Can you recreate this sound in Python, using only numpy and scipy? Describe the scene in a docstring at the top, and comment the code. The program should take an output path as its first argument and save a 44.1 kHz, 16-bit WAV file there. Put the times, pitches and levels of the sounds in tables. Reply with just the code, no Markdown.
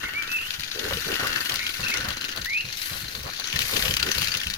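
"""In dry weeds a few metres away, a porcupine trots along, shaking its raised quills about 25 times a second.
The quills clack together and go on clattering; the hollow tail quills add a woody ring.
Feet thud and knock, claws scrape grit, stalks brush past and the tail drags through dry leaves.
The animal's throat chops air into five grunts. Farther off, a songbird whistles over a soft hush of air."""
import sys
import numpy as np
from scipy import signal
from scipy.fft import rfft, irfft
from scipy.io import wavfile
from scipy.ndimage import uniform_filter1d, map_coordinates

SR = 44100
rng = np.random.default_rng(int(sys.argv[2]) if len(sys.argv) > 2 else 0)


def output_pcm(signal):
    """Save a mono or channel-first signal as 16-bit PCM at the path in sys.argv[1].

    Samples are clipped to [-1, 1] before scaling.
    """
    pcm = np.clip(np.atleast_2d(signal).T, -1, 1) * 32767
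    wavfile.write(sys.argv[1], SR, np.round(pcm).astype(np.int16))


N = 201757

# How hard the long back quills are shaken. Each row: time in seconds, level in dB.
SHAKE_EFFORT = [(0, -34.5), (.1, -44.5), (.4, -41.5), (.52, -37.5), (.9, -36), (1.15, -35), (1.5, -36.5),
                (1.93, -34), (2.17, -37.5), (2.62, -40.5), (2.73, -36), (2.95, -39.5), (3.26, -40.5),
                (3.43, -34), (3.86, -31.5), (3.985, -39), (4.09, -31.5), (4.25, -30.5), (4.57, -37.5)]
# Clatter that goes on between shakes. Each row: time in seconds, amount (1 equals a shake's swell).
LOOSENESS = [(0, 0.71), (.5, 1), (.7, 0.15), (.8, 1), (1.6, 1), (2, 0.34), (2.2, 0.066), (2.65, 0.096),
             (2.85, 1), (3.3, .35), (3.8, 1), (3.98, 0.05), (4.2, 0.48), (4.5, 0.079)]
# Footsteps. Each row: start in seconds, thud level in dB, scuff level in dB.
STEPS = [(0.023, -42.5, -49), (0.581, -40, -65), (0.842, -39, -49.0), (0.891, -34, -45),
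         (0.923, -31.5, -41), (1.043, -43, -53), (1.103, -44, -40), (1.219, -37, -36), (1.27, -40, -40),
         (1.358, -43, -46), (1.509, -40, -45), (1.789, -35, -42), (1.82, -37.5, -48), (1.943, -42, -40),
         (1.978, -38.5, -52), (2.02, -39, -47), (2.073, -33.5, -53), (2.374, -35, -50), (2.637, -38.5, -53),
         (2.664, -58, -53.5), (2.906, -35, -50), (3.014, -37, -70), (3.043, -45.5, -61.0),
         (3.138, -43.0, -44.5), (3.17, -37, -51), (3.237, -35.5, -41), (3.269, -43.5, -51),
         (3.535, -31, -40.5), (3.566, -40, -46.0), (3.593, -40, -45.0), (3.632, -38.5, -44),
         (3.73, -36, -41), (3.767, -41.0, -49.0), (3.816, -31, -43), (3.853, -33, -38), (3.884, -29, -39),
         (3.989, -33, -52.0), (4.041, -35.5, -49.0), (4.157, -31, -40.5), (4.201, -35.5, -48.0),
         (4.269, -38, -50), (4.345, -39.5, -45), (4.457, -32, -57), (4.497, -41.5, -64)]


def amp(db):
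    """Turns decibels into a gain."""
    return 10 ** (np.asarray(db) / 20)


def evened(x):
    """Scales a sound to an average power of 1."""
    return x / np.sqrt(np.mean(x ** 2) + 1e-20)


def at_pitch(points, hz):
    """Looks up a table by frequency, on a logarithmic scale."""
    f, value = np.transpose(points)
    return np.interp(np.log(hz + 1), np.log(f + 1), value)


def at_time(points, s):
    """Looks up a table by time."""
    return np.interp(s, *np.transpose(points))


def curve(points):
    """A table over time, as one value for each sample."""
    return at_time(points, np.arange(N) / SR)


def add(mix, s, sound):
    """Mixes a sound in at s seconds."""
    part = mix[..., max(round(s * SR), 0):][..., :sound.shape[-1]]
    part += sound[..., :part.shape[-1]]


def colour(x, points, size=4096):
    """Filters a sound to give it a tone colour: some frequencies stronger, others weaker."""
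    log_gain = np.log(amp(at_pitch(points, abs(np.fft.fftfreq(size, 1 / SR)))))
    ring = np.fft.ifft(np.exp(np.conj(signal.hilbert(log_gain)))).real[:size // 2]  # only after a hit
    return signal.oaconvolve(x, ring[None] / np.linalg.norm(ring), axes=1)[:, :x.shape[1]]


def ticks(at, sizes, ring_s, length, tone=0, size=320):
    """Each collision is a tiny dying burst of noise on two paths; tone adds a quill's brief ring."""
    t = np.arange(size) / SR
    pitch, phase = np.split(rng.random((3, len(at), 1)), [1])
    hz = 1400 * 4.655 ** pitch  # 1400 to about 6500 Hz
    ring = np.sin(2 * np.pi * (hz * t + phase)) * np.exp(-t / (2 * ring_s))
    bursts = rng.standard_normal((2, len(at), size)) * np.exp(-t / ring_s) + tone * ring
    bursts *= 1 - np.exp(-2 * t / ring_s)
    bursts *= sizes[:, None] / np.linalg.norm(bursts, axis=2, keepdims=True)
    where = ((at * SR).astype(int)[:, None] + np.arange(size)).ravel()
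    return np.array([np.bincount(where, b.ravel(), length)[:length] for b in bursts])


def patter(count, spread_db, ring_s, tone=0):
    """Random collisions all through the scene; spread_db makes their sizes uneven."""
    when, size = rng.random((2, count))
    at = (np.arange(count) + 3 * when) / count * N / SR
    sizes = amp(spread_db * np.minimum(-np.log(size), 3))
    return evened(ticks(at, sizes, ring_s, N, tone))


def echoes(x, fade_s, first_s, size=22050):
    """The bank and the leaves throw back about 2500 small echoes a second, down 60 dB after fade_s."""
    t = np.arange(size) / SR
    taps = rng.standard_normal((2, size)) * (rng.random((2, size)) < 2500 / SR)
    taps *= (t > first_s) * amp(-60 * t / fade_s)
    return signal.fftconvolve(x, taps / np.linalg.norm(taps, axis=1, keepdims=True), axes=1)[:, :N]


def moving_echoes(x, fade_s=0.064, count=5, cycle_hz=3):
    """The animal moves, so one set of echo paths keeps fading into the next."""
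    turn = np.arange(N) / SR * cycle_hz * count
    shares = (np.clip(1 - abs((turn - k + 1) % count - 1), 0, 1) for k in range(count))
    return sum(echoes(x * np.sin(np.pi / 2 * share), fade_s, 0.0026, size=6000) for share in shares)


def distant_air(level_db=-45.5):
    """The steady hush of the outdoors."""
    # Tone of the hush. Each row: frequency in Hz, strength in dB.
    hush_tone = [(15, 12), (28, -1), (77, 3.5), (250, -5.5), (620, -8.5), (1150, -11.5), (1800, -6),
                 (4200, -20), (7700, -20), (15100, -9.5), (15650, -59)]
    return amp(level_db) * evened(colour(rng.standard_normal((2, N)), hush_tone))


def bird(burr_hz=240, level_db=-1, onset_db=-13, end_db=-11, echo_db=-8, left_lag_s=.0001):
    """Each whistle glides along an arc and swells to a peak; most waver roughly, and trees echo them."""
    # Each row: start and length in seconds; first, middle and last pitch in Hz; level in dB;
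    # place of the peak in the note and roughness (burr), both from 0 to 1.
    notes = [(0.044, 0.08, 2170, 2077, 1960, -31, 0.14, 0.5),
             (0.135, 0.099, 2080, 2347, 2230, -24, 0.44, 0),
             (0.282, 0.11, 2485, 2650, 2470, -23.5, 0.72, 0.12),
             (0.38, 0.051, 2633, 2660, 2565, -26.5, 0.16, 0.38),
             (0.42, 0.082, 2720, 2960, 3220, -31, 0.1, 0.32),
             (1.57, 0.15, 1886, 2287, 2174, -30, 0.24, 0.61),
             (1.831, 0.016, 2580, 2680, 2760, -22.5, 0.5, 0.2),
             (1.86, 0.0246, 2340, 2650, 2780, -23, 0.35, 0.02),
             (1.892, 0.028, 2560, 2570, 2550, -24, 0.3, 0.05),
             (1.914, 0.045, 2114, 2240, 1950, -25, 0.1, 0.43),
             (1.954, .014, 2000, 2080, 2200, -26, 0.5, 0.1),
             (2.445, .156, 1770, 2248, 2777, -21.5, 0.83, 0.23),
             (2.584, 0.042, 2710, 2793, 2820, -24.5, 0.47, 0.34)]
    song = np.zeros(N)
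    for s, length, first_hz, middle_hz, last_hz, db, peak, burr in notes:
        progress = np.linspace(0, 1, int(length * SR))
        hz = np.polyval(np.polyfit([0, .5, 1], [first_hz, middle_hz, last_hz], 2), progress)
        swell = amp(np.interp(progress, [0, peak, 1], [onset_db, 0, end_db]))
        swell *= signal.windows.tukey(len(hz), .15)
        waver = evened(uniform_filter1d(rng.standard_normal(SR // 2), 130))[:len(hz)]
        turns = np.cumsum(hz + burr_hz * burr * waver) / SR
        add(song, s, amp(db + level_db) * swell * np.sqrt(2) * np.sin(2 * np.pi * turns))
    pair = np.array([np.roll(song, round(left_lag_s * SR)), song])
    return pair + amp(echo_db) * echoes(pair, fade_s=0.42, first_s=0.004)


def footfalls(rise_s=0.012, level_db=-1):
    """Each foot thuds on the soil and scuffs the dry leaves lying on it."""
    # Tones of the thud and the scuff. Each row: frequency in Hz, strength in dB.
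    thud_tone = [(15, -13), (32, -17), (52, 2.5), (80, -2.5), (130, -2), (190, -9.5), (300, -21),
                 (700, -42), (2000, -31.5)]
    scuff_tone = [(100, -20), (230, -43), (400, 8.5), (510, 15.5), (650, 2), (850, -0.5), (1150, 10),
                  (1600, -46), (3000, -9.5), (8000, -27.5)]
    t, out = np.arange(SR // 6) / SR, np.zeros((2, N))
    push = t / rise_s * np.exp(1 - t / rise_s)
    for s, thud_db, scuff_db in STEPS:
        thud = colour(np.sqrt(push) * rng.standard_normal((2, len(t))), thud_tone)
        scuff = colour(np.sqrt(push) * rng.standard_normal((2, len(t))), scuff_tone)
        step = amp(thud_db) * thud / thud.std(1, keepdims=True) + amp(scuff_db) * evened(scuff)
        add(out, s, amp(level_db) * np.sqrt(np.mean(push)) * step)
    return out


def knocks(fade_s=0.064, rise_s=0.0042):
    """A foot strikes stone or wood, which rings with one hollow, quickly dying note."""
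    # Each row: start in seconds, pitch in Hz, level in dB.
    strikes = [(.912, 532, -21), (0.97, 462, -24.5), (1.244, 1163, -21), (4.178, 526, -31)]
    t, out = np.arange(SR // 4) / SR, np.zeros((2, N))
    for s, hz, db in strikes:
        add(out, s, amp(db - 60 * t / fade_s) * (1 - np.exp(-t / rise_s)) * np.sin(2 * np.pi * hz * t))
    return out


def scrapes():
    """Claws catch and slip on grit: a short, coarse crunch."""
    # Each row: start in seconds, length in seconds, level in dB.
    slips = [(0.903, 0.03, -30), (1.18, 0.11, -35), (1.493, 0.066, -39), (2.031, 0.1, -37.5),
             (2.345, 0.049, -39.5), (2.909, 0.085, -42.5), (3.245, 0.066, -39), (3.386, 0.039, -43),
             (3.661, 0.25, -37.5)]
    # Tone of the grit. Each row: frequency in Hz, strength in dB.
    grit_tone = [(100, -0.5), (280, -7), (520, 3), (700, 2), (950, -1.5), (1170, 5), (1600, -2), (2100, -1),
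                 (4000, -35)]
    grit = evened(colour(patter(count=2500, spread_db=-2.5, ring_s=0.00029), grit_tone))
    swell = np.zeros(N)
    for s, length, db in slips:
        add(swell, s, amp(db) * signal.windows.tukey(int(length * SR), .4))
    return swell * grit


def grunts(flutter_hz=75, depth=.6):
    """Hoarse grunts: air chopped unevenly by the animal's throat."""
    # Each row: start in seconds, length in seconds, level in dB.
    calls = [(0.74, 0.09, -38.5), (0.805, 0.098, -35.5), (1.046, 0.12, -33.5), (3.702, 0.117, -35.5),
             (4.029, 0.092, -36)]
    # Tone of the throat. Each row: frequency in Hz, strength in dB.
    throat_tone = [(80, -8), (180, -6), (300, -3), (450, 6), (560, -4.5), (700, -12.5), (1200, -19.5),
                   (4000, -33)]
    out = np.zeros((2, N))
    for s, length, db in calls:
        air, jitter = np.split(rng.standard_normal((3, SR // 4))[:, :int(length * SR)], [2])
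        turns = np.cumsum(flutter_hz * (1 + 4 * uniform_filter1d(jitter[0], 300))) / SR
        puff = colour(air * (1 + depth * np.cos(2 * np.pi * turns)), throat_tone)
        add(out, s, amp(db) * evened(puff) * signal.windows.tukey(len(turns), .5))
    return out


def stirring(strokes, settle_s, rest, gather_s=0.004):
    """The quills gather just before every shake and settle after it; rest is the motion in between."""
    t, starts = np.arange(N) / SR, np.sort([-np.inf, np.inf] + [row[0] for row in strokes])
    coming = np.searchsorted(starts, t)
    settling = np.exp((starts[coming - 1] - t) / settle_s)
    gathering = np.exp((t - starts[coming]) / gather_s)
    stir = rest + np.maximum(settling, gathering)
    return stir / np.sqrt(uniform_filter1d(stir ** 2, size=3500))


def tail_swing(jolt_db=2.5, lag_s=0.027, width_s=0.031):
    """Level of the tail in dB: its slow swing, and a jolt just after every footfall."""
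    # How hard the tail swings. Each row: time in seconds, level in dB.
    swing = [(0, -37.5), (.35, -39), (.55, -45), (.7, -47), (.82, -39.5), (1.05, -38.5), (1.22, -33.5),
             (1.38, -34), (1.62, -41.5), (1.79, -42.5), (1.91, -35), (2.16, -40), (2.4, -42), (2.52, -62),
             (2.72, -63), (2.86, -41.5), (3.25, -52.5), (3.56, -42), (3.68, -50), (4.08, -37.5),
             (4.57, -49)]
    t = np.arange(N) / SR
    jolts = np.array([row[0] for row in STEPS]) + lag_s
    nearest = jolts[np.searchsorted((jolts[1:] + jolts[:-1]) / 2, t)]
    return curve(swing) + jolt_db * np.exp(-((t - nearest) / width_s) ** 2)


def tail_drag(strokes, level_db=-9):
    """The swinging tail drags through dry leaves with a dull rustle that pulses with each shake."""
    # Tone of the leaves. Each row: frequency in Hz, strength in dB.
    leaf_tone = [(80, -26.5), (200, 6.5), (300, 8.5), (500, 1.5), (700, -1), (1100, 0.5), (1500, -14),
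                 (3000, -12.5)]
    # How firmly the tail lies in them. Each row: time in seconds, added level in dB.
    pressure = [(0, 1), (.55, -8.5), (.8, -2), (2.3, 3.5), (2.6, -6), (3.2, 4.5), (4.57, 0.5)]
    rustle = patter(count=1500, spread_db=0, ring_s=0.0014) * stirring(strokes, settle_s=0.014, rest=0.3)
    return amp(level_db + tail_swing() + curve(pressure)) * evened(colour(rustle, leaf_tone))


def weeds(strokes, level_db=2, graze_db=-21):
    """Quills brush past dry stalks: a fine crackle that swells with each shake and in each clump."""
    # Tone of the stalks. Each row: frequency in Hz, strength in dB.
    stalk_tone = [(500, -53.5), (2000, 4.5), (6000, 0), (7800, -2), (9200, -2.5), (10100, 2.5),
                  (12500, 4.5), (14000, 0), (15000, 5.5), (15650, -16)]
    # Clumps of stalks. Each row: time of the middle in seconds, length in seconds, level in dB.
    clumps = [(0.333, 0.1, -41), (0.467, 0.31, -46), (1.067, 0.86, -41), (1.447, 0.3, -39),
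              (1.71, 0.34, -42.5), (1.884, 0.064, -40), (2.852, 0.26, -37), (2.984, 0.16, -39.5),
              (3.139, 0.18, -45), (3.775, 0.43, -32), (4.182, 0.42, -39)]
    crackle = patter(count=12000, spread_db=0.5, ring_s=0.00088)
    stir = stirring(strokes, settle_s=.018, rest=curve(LOOSENESS))
    power = amp(curve(SHAKE_EFFORT) + graze_db) ** 2  # the quills always graze some weeds
    for s, length, db in clumps:
        add(power, s - length / 2, amp(db) ** 2 * np.hanning(int(length * SR)))
    return amp(level_db) * np.sqrt(power) * evened(colour(crackle * stir, stalk_tone))


def tail_quills(strokes, level_db=2):
    """Open, hollow quills knock together and ring like little tubes."""
    # The tubes' notes. Each row: pitch in Hz, width in Hz, strength in dB.
    tube_notes = [(1310, 1200, -44), (1519, 135, 26), (1792, 140, 23), (2470, 100, -22), (2750, 270, 22.5)]
    taps = patter(count=2200, spread_db=2.8, ring_s=0.00032) * stirring(strokes, settle_s=0.025, rest=1)
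    ring = sum(amp(db) * np.sqrt(200 / width) * signal.lfilter(*signal.iirpeak(hz, hz / width, SR), taps)
               for hz, width, db in tube_notes)
    ring = signal.sosfilt(signal.butter(2, [1050, 4000], "band", fs=SR, output="sos"), ring)
    return amp(level_db + tail_swing()) * evened(ring)


def back_quills(strokes, level_db=-0.5, tip_hz=4270, tip_width_hz=1200):
    """Long solid quills slide over each other in a dense, dry rustle; their thin tips ring higher."""
    # Tone of the rustle. Each row: frequency in Hz, strength in dB.
    rustle_tone = [(300, -28), (1000, -10.5), (1500, -16), (2300, -2.5), (2900, -3.5), (3600, -0.5),
                   (4100, 5.5), (4600, 2), (5300, -1.5), (6300, 0), (7000, -1.5), (7800, -25), (10000, -7),
                   (15200, -26), (15700, -62)]
    # How far the tips stand out. Each row: time in seconds, boost or cut in dB.
    tip_boost = [(0, -6), (.9, -1), (1.4, -1.5), (2, -2), (2.5, 2), (3.25, 1), (3.6, -3), (4.1, -4),
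                 (4.3, -4.5)]
    clatter = patter(count=6500, spread_db=3, ring_s=0.0009, tone=0.6)
    stir = stirring(strokes, settle_s=.014, rest=curve(LOOSENESS))
    rustle = colour(clatter * stir, rustle_tone)
    tips = signal.lfilter(*signal.iirpeak(tip_hz, tip_hz / tip_width_hz, SR), rustle)
    return amp(level_db + curve(SHAKE_EFFORT)) * evened(rustle + (amp(curve(tip_boost)) - 1) * tips)


def soft_clack(s, db, low_hz=1500, high_hz=4700, treble_db=-7, length_ms=5):
    """Two bunches of quills meet lightly, db above the effort: one row like those of the hard clacks."""
    hz = low_hz * (high_hz / low_hz) ** rng.random()
    return s, at_time(SHAKE_EFFORT, s) + db, treble_db, hz, length_ms


def shakes(above_effort_db=3.5, spread_db=2.5, jitter_s=0.002):
    """Lists one clack for each swing of the quills: soft ones fill the gaps between the hard ones."""
    # Each row: time in seconds, peak level in dB, treble boost or cut in dB, ring in Hz, length in ms.
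    hard_clacks = [(0.0345, -34.5, -21, 1780, 2.8), (0.1367, -30.5, -12.0, 2000.0, 2.5),
                   (0.225, -28, 1, 3000, 2.9), (0.2334, -29, -5, 2250, 4.5),
                   (0.2768, -28.5, -9, 3420.0, 3.3), (0.3175, -26.5, -10, 1720.0, 2.8),
                   (0.507, -20.5, -17, 2870, 3.2), (0.5399, -26.5, -13, 3830, 6.5),
                   (0.597, -27, 1, 4300, 2.7), (0.6077, -25.5, 2, 4160.0, 3), (0.635, -23.5, -6.0, 2415, 3),
                   (0.645, -31, -7.0, 4300, 3), (0.7154, -24.5, -14, 3800, 3.1),
                   (0.7938, -22, -18, 3450, 5.3), (0.8417, -26, -17, 4270, 3.3),
                   (0.9349, -22, -20, 3020, 3.5), (0.9718, -24, -5, 3000, 3.9),
                   (1.1191, -22, -8, 2730.0, 3.5), (1.1418, -21.5, -8, 2750, 3.7),
                   (1.1563, -23.5, -13, 2880, 6.3), (1.1985, -22, -17, 1570.0, 6.9),
                   (1.2715, -21, 1, 1680, 3.8), (1.3306, -23, -10, 4480.0, 1.5),
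                   (1.3605, -21, -10, 1650, 4.6), (1.4063, -22.5, -4.0, 4500, 4),
                   (1.4518, -26.5, 9, 4010.0, 4.5), (1.4595, -23.5, -8, 2760.0, 4.0),
                   (1.4965, -19.5, 2, 2850, 7), (1.5208, -21.5, -8.0, 4370, 3.3),
                   (1.5418, -21, 12.0, 5400, 0.8), (1.5588, -19, -6, 5160, 2.3),
                   (1.5931, -21.5, -12.0, 2220.0, 1.9), (1.667, -20, -6, 2860.0, 5.4),
                   (1.6932, -24, -9.0, 2900, 2.5), (1.7415, -27, -7, 2694, 2.9),
                   (1.77, -29, -5.0, 4200, 4.1), (1.841, -24.5, -11.0, 4240, 1.3),
                   (1.884, -25.0, -7, 4500, 1.9), (1.904, -23, 6, 1590.0, 4.1),
                   (1.9406, -21.5, -8.0, 5000, 1.8), (1.9726, -23.0, -4, 5960, 2.6),
                   (2.045, -30.5, -6, 4000, 3.3), (2.0876, -23.5, 3, 3950, 2.9),
                   (2.1052, -22.5, -12.0, 3400, 1.6), (2.1273, -32, -4, 3200, 2.7),
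                   (2.212, -24.5, 0, 4070.0, 3.2), (2.2193, -28.5, 1, 2770, 1.9),
                   (2.2427, -23, -6, 2700, 1.4), (2.249, -24.5, -2, 4050.0, 3.3),
                   (2.2843, -30, 0, 2950, 1.5), (2.291, -27, 0, 2970.0, 3.6),
                   (2.3163, -28, -10.0, 4160, 1.3), (2.3252, -29, -10.0, 2800, 1.5),
                   (2.3628, -29, 6, 3900, 2.2), (2.3741, -25.5, -3, 4000, 2.6),
                   (2.4174, -26.5, -3, 4270, 4.1), (2.447, -25, 6, 4070.0, 1.7), (2.4587, -26, 3, 1744, 3),
                   (2.6885, -29.5, -11.0, 2510, 4.4), (2.7269, -27, -6, 4400, 2),
                   (2.8181, -26, -6, 2200, 1.9), (3.0826, -27.0, -13, 4020, 3),
                   (3.1525, -26, -9, 3880, 4.2), (3.2328, -33.5, 12, 6000, 4.8),
                   (3.399, -23.0, 6, 4300, 1.9), (3.4428, -26.5, -16.0, 3970, 3.6),
                   (3.4737, -25.5, -2, 6260, 4.5), (3.5281, -20, -5, 3160, 3.8),
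                   (3.5618, -19.5, -3, 1930, 5), (3.5913, -15.0, 1, 3260, 1.53),
                   (3.6059, -22.0, -5, 2730, 4.7), (3.6189, -19.5, 2, 2690.0, 7.3),
                   (3.6535, -25.5, -11.0, 2630.0, 1.8), (3.736, -22, -15, 3370, 3.4),
                   (3.7665, -16, -11, 2890, 7.6), (3.8247, -17, -13, 3200, 3.7),
                   (3.8554, -18.5, -18, 3020, 14), (3.8819, -18, -13, 2950.0, 1.8),
                   (3.9102, -17.5, -8, 2880, 4.7), (3.9396, -16.5, -1, 2760.0, 2.2),
                   (3.969, -14, 0.5, 2910, 2.9), (3.9992, -20, -3, 2795, 6.6),
                   (4.0288, -12.5, -6.5, 3280, 2.1), (4.0655, -23, -7, 3120.0, 2.1),
                   (4.0884, -23.5, -17, 2696, 2.6), (4.1163, -16.0, -7, 6200, 5.6),
                   (4.1496, -25, -4.0, 3100.0, 4.1), (4.1832, -19, 0.0, 4080, 5.6),
                   (4.214, -21.5, 5, 2840.0, 3.9), (4.2192, -17, -1, 2820.0, 1.9),
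                   (4.228, -22.5, -8, 2800.0, 4.5), (4.2449, -21, 0.0, 4120, 3.1),
                   (4.2733, -20, -9, 4460.0, 2.4), (4.284, -21.5, -7.0, 2660, 2.4),
                   (4.3196, -20.5, -12.0, 4600, 2.9), (4.3411, -20.5, -8.0, 2834, 1.9),
                   (4.3496, -18, -13, 2930, 2.3), (4.3724, -22, 2, 6100, 3.6),
                   (4.4031, -24.5, 0, 3240, 4.4), (4.415, -24.5, -2, 1680.0, 2.9),
                   (4.4347, -23, 0, 2820.0, 3.4), (4.4697, -19.5, -2, 2820.0, 2.1),
                   (4.5013, -21.5, 1, 4230, 2.2), (4.5096, -26.5, -8.0, 4370.0, 2.5),
                   (4.5391, -22, 0, 3900, 3.6)]
    # Pace of the shaking. Each row: time in seconds, shakes a second.
    pace = [(0, 20), (.5, 21), (.7, 25), (3.1, 27), (3.6, 33), (4.57, 31)]
    hard_times, between = [row[0] for row in hard_clacks] + [N / SR], []
    for start, end in zip(hard_times, hard_times[1:]):
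        swings = max(round((end - start) * at_time(pace, start)), 1)
        between += list(np.linspace(start, end, swings + 1)[1:-1])
    soft = [soft_clack(s + jitter_s * late, above_effort_db + spread_db * force)
            for s, (late, force) in zip(between, rng.standard_normal((len(between), 2)))]
    return list(hard_clacks) + soft


def trailing_clacks(strokes, count=2, gap_s=.0115, above_effort_db=3.5):
    """Lists the looser bunches that meet after each shake, if there is time before the next."""
    starts, rows = sorted(row[0] for row in strokes), []
    for start, end, draws in zip(starts, starts[1:], rng.random((len(starts), count))):
        loose_db = 2 * np.log10(at_time(LOOSENESS, start) + 1e-3)
        for k, draw in enumerate(draws, 1):
            row = soft_clack(start + gap_s * (k + (draw - .5) / 2), above_effort_db + k * loose_db)
            if row[0] < end - gap_s / 2:
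                rows.append(row)
    return rows


def clacks(strokes, count=22, gap_s=.00075, lead_s=.006, lead_share=0.55, graze_db=-17, linger_s=0.0034):
    """A bunch of quills meets: a few graze first, the rest tumble after, and the hardest-hit one rings."""
    # Tone of a clack. Each row: frequency in Hz, strength in dB.
    clack_tone = [(200, -30), (900, -15), (1450, -4), (1850, -2), (2200, -6), (2950, 0), (3600, -3),
                  (4500, 0), (5400, -5), (6400, -4.5), (7700, -14), (10000, -10.5), (15000, -10.5)]
    ring_width_hz = 480
    treble = signal.butter(2, 7500, "high", fs=SR)
    out = np.zeros((2, N))
    for s, db, treble_db, hz, length_ms in strokes:
        at = gap_s * (np.arange(count) + rng.random(count) / 2)
        late = at - lead_s  # negative before the main blow
        spread_s = length_ms / 1000 * np.where(late < 0, lead_share, 1 - lead_share)
        sizes = np.exp(-abs(late) / spread_s) + amp(graze_db) * np.exp(-abs(late) / linger_s)
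        bunch = colour(ticks(at, sizes, ring_s=0.0005, length=1280, tone=.3), clack_tone, size=1024)
        # Blows above -24 dB set so many quills going that one stands out less.
        ring_db = 8 - .7 * max(db + 24, 0)
        bunch = bunch + amp(ring_db) * signal.lfilter(*signal.iirpeak(hz, hz / ring_width_hz, SR), bunch)
        bunch = bunch + (amp(treble_db) - 1) * signal.filtfilt(*treble, bunch)
        peak_power = uniform_filter1d(bunch ** 2, size=88).max(1, keepdims=True)  # the loudest 2 ms
        add(out, s - lead_s, amp(db) * bunch / np.sqrt(peak_power))
    return out


def microphones(x):
    """Two microphones share the bass; the right one is shaded and hears the animal later."""
    # Each row: frequency in Hz, how much louder the left side is in dB.
    left_boost = [(100, -1), (500, 1.5), (1500, 3), (2200, 4), (3000, 8.5), (4500, 11), (6200, 9),
                  (7800, 14), (10000, 6), (13000, 7), (15000, 11)]
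    # Each row: frequency in Hz, how alike the two sides are from 0 to 1.
    likeness = [(60, 1), (250, 0.84), (600, 0), (1200, 0.38), (2200, 0), (3000, 0.73), (6000, 0),
                (8000, 0.07), (15000, 0.1)]
    # Each row: time in seconds, delay on the right in ms, which changes as the animal moves.
    right_delay = [(1.2, 0.14), (2.7, 0.24), (3.7, 0.18)]
    hz = np.fft.rfftfreq(N, 1 / SR)
    near, other = rfft(x)
    same, boost = at_pitch(likeness, hz), amp(at_pitch(left_boost, hz))
    far = same * near + np.sqrt(1 - same ** 2) * other
    left, right = irfft(np.array([near * boost, far]) * np.sqrt(2 / (1 + boost ** 2)), N)
    delayed = np.arange(N) - curve(right_delay) * SR / 1000
    return np.array([left, map_coordinates(right, [delayed], order=5)])


def scene():
    """Quills and their echoes, the ground under the feet, the grunts, distant air and the bird."""
    strokes = shakes()
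    quills = clacks(strokes + trailing_clacks(strokes))
    quills = quills + tail_quills(strokes) + back_quills(strokes) + weeds(strokes)
    ground = footfalls() + knocks() + scrapes() + tail_drag(strokes)
    animal = quills + amp(-6.5) * moving_echoes(quills) + ground + grunts()
    return microphones(animal + distant_air()) + bird()


def record(dry):
    """Cuts the highest treble, above 16000 Hz."""
    return signal.oaconvolve(dry, signal.firwin(255, 16000, window=("kaiser", 9), fs=SR)[None], "same")


dry = scene()
out = record(dry)
output_pcm(out)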